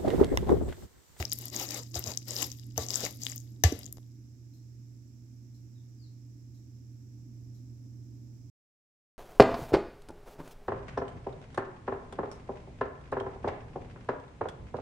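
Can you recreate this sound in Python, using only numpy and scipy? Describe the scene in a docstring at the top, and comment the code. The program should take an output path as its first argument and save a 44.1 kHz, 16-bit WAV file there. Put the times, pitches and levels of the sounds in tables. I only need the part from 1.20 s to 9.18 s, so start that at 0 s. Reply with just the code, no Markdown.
"""Mashing fruit through a colander

A quiet kitchen, a two-port microphone close to a steel colander. Each push of a hand masher drags over
the perforated metal and squeezes air out of the wet pulp in fizz and pops; now and then it knocks the
colander. Two faint splice clicks lead to the quiet room: an appliance's hum, a far clock, a distant bird.
At 7.3 s everything cuts to silence."""
import sys
import numpy as np
from scipy import signal
from scipy.fft import rfft, irfft
from scipy.io import wavfile

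SR = 44100
rng = np.random.default_rng(int(sys.argv[2]) if len(sys.argv) > 2 else 0)


def inscribe(sig):
    """Save sig as 16-bit PCM at rate SR to the path in sys.argv[1].

    A 1-D sig is mono; a 2-D sig holds one channel per row.
    Samples are clipped to [-1, 1] before scaling.
    """
    pcm = np.round(np.clip(np.atleast_2d(sig).T, -1, 1) * 32767)
    wavfile.write(sys.argv[1], SR, pcm.astype(np.int16))


N = 351918
TIME = np.arange(N) / SR
KITCHEN_T60_S, SILENCE_AT_S = 0.34, 7.3

# Low rumble of the kitchen: frequency_hz, density_db_per_hz
RUMBLE_SPECTRUM = [(20, -112), (40, -96.5), (60, -79), (85, -74.5), (120, -76), (170, -86), (230, -78),
                   (290, -77.5), (350, -86.5), (430, -100), (700, -109), (1200, -121), (4000, -140)]
# The appliance as the microphone moves about: time_s, rumble_gain_db, hum_db
APPLIANCE_LEVELS = [(0, 0, -44.5), (1.5, -0.5, -43.5), (2.7, 2, -46.5), (2.85, -4, -47), (5.8, -2.5, -46.5),
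                    (6.2, -0.5, -44.5), (7.3, 0, -45)]
# A clock across the room: start_s, relative_db
CLOCK_TICKS = [(3.331, -60), (4.34, -62.5), (5.34, -63), (6.34, -61)]
# A distant bird: start_s, length_s, start_hz, end_hz, level_db
BIRD_CHIRPS = [(4.539, 0.062, 4020, 3300, -71.5), (4.767, .11, 5180, 3650, -65.5)]
# Two faint, dull clicks at a splice, where the sound cuts to the quiet kitchen: start_s, level_db
SPLICE_CLICKS = [(2.772, -40.5), (2.783, -39)]
# Modes of the colander, damped by pulp: pitch_hz, level_db, t60_s (capped in colander_ring)
COLANDER_MODES = [(282, -8, 0.12), (460, -7, 0.099), (626, -3, 0.072), (715, -2.5, 0.058),
                  (792, -12, 0.043), (1155, -14, 0.2), (1560, -19.5, 0.14), (1750, -2, 0.081),
                  (2000, -20, 0.25), (2560, -9.5, 0.18), (2670, -18, 0.28), (2890, -18.5, 0.2),
                  (4180, -12.5, 0.083), (3960, -29.5, 0.15), (4340, -13.5, 0.13), (4200, -26.5, 0.67),
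                  (5010, -13.5, 0.17), (5600, -19, 0.13), (5500, -22, 0.21), (5600, -21.5, 0.15),
                  (6170, -15.5, 0.11), (6260, -28, 0.21), (7000, -26, 0.16), (7800, -24, 0.18),
                  (8260, -18.5, 0.062)]
# The colander's crowd of weaker modes: frequency_hz, level_db
SHIMMER_SPECTRUM = [(150, -0.5), (300, 5.5), (720, 5), (980, -6), (1800, 2), (3500, 0.5), (6000, -6.5),
                    (9000, -10), (12000, 0), (16000, 3)]
# Masher meets colander: start_s, ring_db, brightness_hz, thump_db, thump_hz, tick_db
MASHER_KNOCKS = [(-0.012, -34, 1400, -28, 74, -40), (0.758, -39, 1103, -33, 75, -45),
                 (0.863, -41.5, 646, -33, 95, -49), (1.578, -28.5, 1377, -33, 79, -17),
                 (1.834, -32.5, 546, -31.5, 324, -67), (2.4375, -22.5, 10000, -11.5, 78.5, -10),
                 (2.5201, -29.5, 497, -24, 251, -43), (2.524, -39, 450, -35.5, 85.6, -30)]
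# Pushes of the masher, with the levels they swell to: start_s, length_s, squelch_db, drag_db
MASHER_PUSHES = [(-.05, 0.043, -40.5, -42.5), (0.097, 0.025, -42, -72), (0.158, 0.11, -49.5, -62.5),
                 (0.303, 0.13, -40, -46), (0.458, 0.12, -44, -49), (0.728, 0.04, -39.5, -47),
                 (0.825, 0.081, -45.5, -49), (1.051, 0.091, -44.5, -54), (1.139, 0.093, -39, -47),
                 (1.549, 0.08, -43.5, -53), (1.668, 0.11, -42, -51), (1.771, 0.088, -41, -47.5),
                 (1.98, 0.13, -46.5, -63.5), (2.548, 0.096, -57.5, -92)]
# Slips of steel through pulp: pitch_hz, relative_db
SLIP_SPECTRUM = [(200, -6), (300, 5), (430, -1), (620, -0.5), (820, -3), (1080, -5.5), (1350, -0.5),
                 (1900, -6), (2450, 3), (3100, -4.5), (4000, 0.5), (5000, -8)]
# Small bubbles in the pulp: pitch_hz, relative_db
BUBBLE_SPECTRUM = [(1800, -13.5), (3200, -6.5), (4400, 1), (6500, -0.5), (9000, -5.5), (12000, 2),
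                   (15000, 1.5)]
# The largest air pockets bursting, heard at the near port: start_s, relative_db, nominal_pitch_hz
AIR_POCKETS = [(0.0264, -13, 2300), (0.0525, -11.5, 5540), (.118, -13, 6500), (.125, -11, 4800),
               (0.1315, -11.5, 11900), (0.1876, -19, 13500), (0.2554, -18.5, 13400), (.398, -18, 6500),
               (.5069, -17.5, 5700), (.744, -19.5, 4700), (0.7551, -15, 5730), (.793, -16.5, 14200),
               (0.8738, -18, 6740), (.974, -8.5, 6000), (1.083, -26.5, 15000), (1.1075, -13.5, 7500),
               (1.165, -13.5, 5400), (1.2215, -12.5, 12500), (1.2254, -12, 2720), (1.2291, -7, 7500),
               (1.317, -20, 5970), (1.6945, -21.5, 7400), (1.757, -5.5, 7440), (1.8055, -14, 7400),
               (1.8513, -11.5, 7160), (1.864, -15, 2340), (2.0349, -16, 6800), (2.0668, -11.5, 3300),
               (2.0978, -20, 7526), (2.1235, -26.5, 2195), (2.1608, -24, 15600), (2.1793, -25.5, 6460),
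               (2.5908, -25.5, 11600), (2.6324, -28.5, 4700), (2.6634, -24.5, 7000), (2.726, -21, 11900)]
# Resonances of the microphone's ports, left nearer the work: frequency_hz, left_db, right_db
PORT_RESPONSE = [(761, -0.5, 0), (3300, 0.5, -6), (4700, 4.5, 0.5), (5700, 5.5, 5.5), (6500, 6, -3.5),
                 (7400, 9.5, -7.5), (8697, -3, -20), (9660, -10.5, -12.5), (10840, -1.5, 0.5),
                 (12800, 3.5, 2.5), (15300, -5, -7.5)]
# Microphone hiss: frequency_hz, left_db_per_hz, right_db_per_hz
MIC_HISS = [(890, -116, -117), (2370, -118, -113), (3130, -120, -119), (4700, -119, -112),
            (5136, -120, -102), (6000, -119, -102), (6615, -109, -112), (7500, -105, -122),
            (8640, -122, -129), (9400, -128, -127), (11800, -119, -116), (15800, -123, -123)]


def amp(db):
    """Decibels to gain."""
    return 10 ** (np.asarray(db) / 20)


def unit_rms(x):
    """Scale to an rms of one."""
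    return x / np.sqrt(np.mean(x ** 2) + 1e-20)


def db_at(spectrum, hz, column=1):
    """Read a spectrum on a log-frequency axis."""
    table = np.array(spectrum)
    return np.interp(np.log(np.maximum(hz, 1)), np.log(table[:, 0]), table[:, column])


def colour(x, spectrum, column=1, size=4096):
    """Causal (minimum-phase) filter with the given spectrum."""
    hz = np.linspace(0, SR / 2, size // 2 + 1)
    cepstrum = irfft(np.log(amp(db_at(spectrum, hz, column))))
    cepstrum[1:size // 2] *= 2
    cepstrum[size // 2 + 1:] = 0
    return signal.oaconvolve(x, irfft(np.exp(rfft(cepstrum))))[:len(x)]


def butter(x, hz, kind, order=2):
    """Butterworth low- or high-pass."""
    return signal.sosfilt(signal.butter(order, hz, kind, fs=SR, output="sos"), x + 1e-18)


def decay(t, t60_s):
    """Exponential fall of 60 dB in t60_s."""
    return np.exp(-np.log(1000) * t / t60_s)


def glide(pitch_hz):
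    """A sine that follows a pitch curve."""
    return np.sin(2 * np.pi * np.cumsum(pitch_hz) / SR)


def drift(per_s):
    """A random wander with an rms of one."""
    knots = rng.standard_normal(4096)
    return unit_rms(np.interp(TIME * per_s, np.arange(len(knots)), knots))


def noise(spectrum, column=1):
    """Noise with a spectrum in dB per Hz."""
    return colour(rng.standard_normal(N) * np.sqrt(SR / 2), spectrum, column)


def add(out, start_s, sound):
    """Mix a sound in at a time, trimmed at both ends of the scene."""
    i = round(start_s * SR)
    part = sound[max(0, -i):N - i]
    i = max(0, i)
    out[i:i + len(part)] += part


def reflections(x, t60_s, gap_s):
    """Diffuse reflections of about unit energy, different on each side."""
    t = TIME[:SR // 2]
    tail = rng.standard_normal((2, len(t))) * decay(t, t60_s) * (t > gap_s)
    tail /= np.sqrt(np.sum(tail ** 2) / 2)
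    return signal.oaconvolve(x[None], tail, axes=1)[:, :N]


def appliance(hum_hz=119.8):
    """An appliance hums at twice the mains rate over a low rumble."""
    time_s, *levels = np.transpose(APPLIANCE_LEVELS)
    rumble_db, hum_db = (np.interp(TIME, time_s, level) for level in levels)
    mid = noise(RUMBLE_SPECTRUM)
    side = amp(-9) * noise(RUMBLE_SPECTRUM) * [[1], [-1]]
    rumble = amp(rumble_db) * (mid + side)
    hum = amp(hum_db + drift(4.6)) * np.sin(2 * np.pi * hum_hz * TIME + 0.063 * drift(12))
    return rumble * amp([[-0.5], [0.5]]) + hum * amp([[-1.5], [2.3]])


def bird():
    """Each distant chirp is a falling whistle that swells and fades."""
    out = np.zeros(N)
    for start_s, length_s, start_hz, end_hz, level_db in BIRD_CHIRPS:
        progress = np.linspace(0, 1, int(length_s * SR))
        whistle = glide(start_hz + (end_hz - start_hz) * progress)
        add(out, start_s, amp(level_db) * np.sin(np.pi * progress) * whistle)
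    return out


def clock(tick_hz=4100):
    """Each tick is a short burst of noise coloured by the clock's case."""
    out, t = np.zeros(N), TIME[:SR // 8]
    case = [(tick_hz / 2, -25), (tick_hz * 0.86, -7), (tick_hz, 2), (tick_hz * 1.11, -7), (15000, -10)]
    for start_s, level_db in CLOCK_TICKS:
        tick = colour(rng.standard_normal(len(t)), case) * decay(t, 0.087)
        add(out, start_s, amp(level_db + 6.5) * tick)
    return out


def splice_clicks():
    """Two faint, dull clicks at a splice: each a step in the signal that dies away quickly."""
    out = np.zeros(N)
    for start_s, level_db in SPLICE_CLICKS:
        add(out, start_s, amp(level_db) * decay(TIME[:SR // 50], 0.0097))
    return out


def colander_ring(longest_t60_s=0.32):
    """The steel rings after one touch; every touch weights the modes anew."""
    modes, t = 0, TIME[:SR * 2 // 3]
    for hz, level_db, t60_s in COLANDER_MODES:
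        weight = amp(level_db + rng.normal(0, 2.6)) * rng.choice([-1, 1])
        modes += weight * np.sin(2 * np.pi * hz * t) * decay(t, min(t60_s, longest_t60_s))
    weak_modes = colour(rng.standard_normal(len(t)), SHIMMER_SPECTRUM)
    shimmer, clatter = decay(t, 0.42), amp(6) * decay(t, 0.1)
    return modes + amp(-7) * weak_modes * (shimmer + clatter)


def knocks(tick_hz=6030, overtone_hz=12400, stiffening=0.9):
    """A bare metal tick, the bowl's ring and its slower bounce on the pot; gives near and far wall."""
    near_wall, far_wall, t = np.zeros(N), np.zeros(N), TIME[:SR * 2 // 3]
    tick = np.sin(2 * np.pi * tick_hz * t) * decay(t, 0.0091)
    tick += amp(4) * np.sin(2 * np.pi * overtone_hz * t) * decay(t, 0.002)
    for start_s, ring_db, brightness_hz, thump_db, thump_hz, tick_db in MASHER_KNOCKS:
        swell = t * thump_hz / 1.45   # reaches one at the thump's peak
        bounce_hz = thump_hz * (1 + stiffening * np.exp(-2 * swell))   # quicker while contact is tight
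        thump = glide(bounce_hz) * (swell * np.exp(1 - swell)) ** 3
        near_ring, far_ring = (butter(colander_ring(), brightness_hz, "low", order=4) for _ in range(2))
        add(near_wall, start_s, amp(ring_db) * near_ring + amp(thump_db) * thump + amp(tick_db) * tick)
        add(far_wall, start_s, amp(ring_db - 8.5) * far_ring)
    return near_wall, far_wall


def push_levels(attack_s=0.045, squelch_db_per_s=34, drag_db_per_s=53):
    """Squelch and drag in dB: the masher sinks in, pressure builds, then it lets go."""
    wet = metal = amp(-110)
    for start_s, length_s, squelch_db, drag_db in MASHER_PUSHES:
        contact = np.sin(np.pi / 2 * np.clip((TIME - start_s) / attack_s, 0, 1)) ** 2
        left_s = np.maximum(start_s + length_s - TIME, 0)
        since_s = np.maximum(TIME - start_s - length_s, 0)
        settling = amp(-13.5) * decay(since_s, 0.98)   # the pulp crackles on after the push
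        release = np.hypot(decay(since_s, 0.21), settling)
        wet = np.hypot(wet, contact * amp(squelch_db - squelch_db_per_s * left_s) * release)
        metal = np.hypot(metal, contact * amp(drag_db - drag_db_per_s * left_s) * decay(since_s, 0.19))
    return 20 * np.log10(wet), 20 * np.log10(metal)


def cavities(spectrum, per_s, spread_db, cycles, patchy_db, shifts_per_s, pitches=24):
    """Random clicks ring small cavities briefly; as the pulp deforms, other pitches take the lead."""
    sizes = amp(spread_db * np.minimum(rng.exponential(1, N), 4)) * rng.choice([-1, 1], N)
    clicks = sizes * (rng.random(N) < per_s / SR)
    cavity_hit = rng.integers(0, pitches, N)
    out = np.zeros(N)
    for k, hz in enumerate(np.geomspace(spectrum[0][0], spectrum[-1][0], pitches)):
        strikes = clicks * (cavity_hit == k) * amp(db_at(spectrum, hz) + patchy_db * drift(shifts_per_s))
        radius, angle = decay(1 / SR, cycles / hz), 2 * np.pi * hz / SR
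        resonator = [np.sin(angle), -np.sin(angle)], [1, -2 * radius * np.cos(angle), radius ** 2]
        out += signal.lfilter(*resonator, strikes + 1e-18) / np.sqrt(angle)
    return unit_rms(out)


def drag(level_db):
    """The masher slips over holes and seeds, ringing hollows in the pulp and the colander's modes."""
    slips = cavities(SLIP_SPECTRUM, per_s=6000, spread_db=2, cycles=24, patchy_db=4.5, shifts_per_s=25)
    slips *= amp(level_db)
    ring = colander_ring()
    steel = signal.oaconvolve(slips, ring / np.linalg.norm(ring))[:N]
    return amp(7) * slips + amp(-14) * steel


def pops(t60_s=0.0033, rise=0.37, snap_db=-11):
    """A film tears with a snap; the opening air pocket rings and sweeps up in pitch."""
    out, t = np.zeros(N), TIME[:SR // 30]
    envelope = decay(t, t60_s) * (1 - np.exp(-t / 0.000053))
    for start_s, level_db, hz in AIR_POCKETS:
        pitch_hz = hz * (1 + rise * (0.42 - np.exp(-6 * t / t60_s)))
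        tone = glide(pitch_hz) * amp(3 - db_at(PORT_RESPONSE, hz))   # offsets the near port's resonance
        snap = amp(snap_db) * butter(rng.standard_normal(len(t)), hz / 2, "high")
        add(out, start_s, amp(level_db) * (tone + snap) * envelope)
    return butter(out, 2400, "high", order=1)


def squelch(level_db, stickiness=0.55):
    """Hard pressure gives a dense fizz; as it eases, the pulp peels off in separate sticky clicks."""
    slack_db = stickiness * np.clip(-43.5 - level_db, -8, 10)
    fizz = cavities(BUBBLE_SPECTRUM, per_s=10000, spread_db=2.5, cycles=17, patchy_db=4, shifts_per_s=45)
    crackle = cavities(BUBBLE_SPECTRUM, per_s=150, spread_db=3, cycles=13, patchy_db=5, shifts_per_s=96)
    return amp(level_db + 1.5 - slack_db / 2) * fizz + amp(level_db - 1.5 + slack_db) * crackle


def close_left(x, shadow_db=-11, lag_s=0.00053, split_hz=800):
    """The bass reaches both ports alike; the treble reaches the right one later and shaded."""
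    bass, treble = (butter(butter(x, split_hz, kind), split_hz, kind) for kind in ("low", "high"))
    shaded = amp(shadow_db) * np.interp(TIME - lag_s, TIME, treble)
    return np.array([bass + treble, bass + shaded])


def scene():
    """Pulp and metal close to the microphone, reflected in the bowl, with the kitchen behind."""
    squelch_db, drag_db = push_levels()
    near_wall, far_wall = knocks()
    foreground = squelch(squelch_db) + drag(drag_db) + pops() + near_wall + splice_clicks()
    # the far wall of the bowl and the pulp on it face the right port
    far_pulp = amp(-8) * (squelch(squelch_db) + drag(drag_db))
    far_side = butter(far_pulp + far_wall, 650, "high") * [[0], [1]]
    above_bass = butter(foreground, 280, "high")
    bowl = amp([[-8.5], [-10.5]]) * reflections(above_bass, t60_s=0.0089, gap_s=0.00053)
    kitchen = amp(-19) * reflections(above_bass, KITCHEN_T60_S, gap_s=0.006)
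    distant = reflections(clock() + bird(), KITCHEN_T60_S, gap_s=0.0018)   # no direct path
    return close_left(foreground) + far_side + bowl + kitchen + distant + appliance()


def record(dry):
    """Each microphone port adds its resonances and hiss; the sound cuts off and the top is filtered."""
    ports = np.array([colour(side, PORT_RESPONSE, column) + noise(MIC_HISS, column)
                      for column, side in enumerate(dry, start=1)])
    low_pass = signal.ellip(10, 0.1, 80, 16100, fs=SR, output="sos")   # steep edge at 16.1 kHz
    return signal.sosfilt(low_pass, ports * (TIME < SILENCE_AT_S) + 1e-18)


dry = scene()
out = record(dry)
inscribe(out)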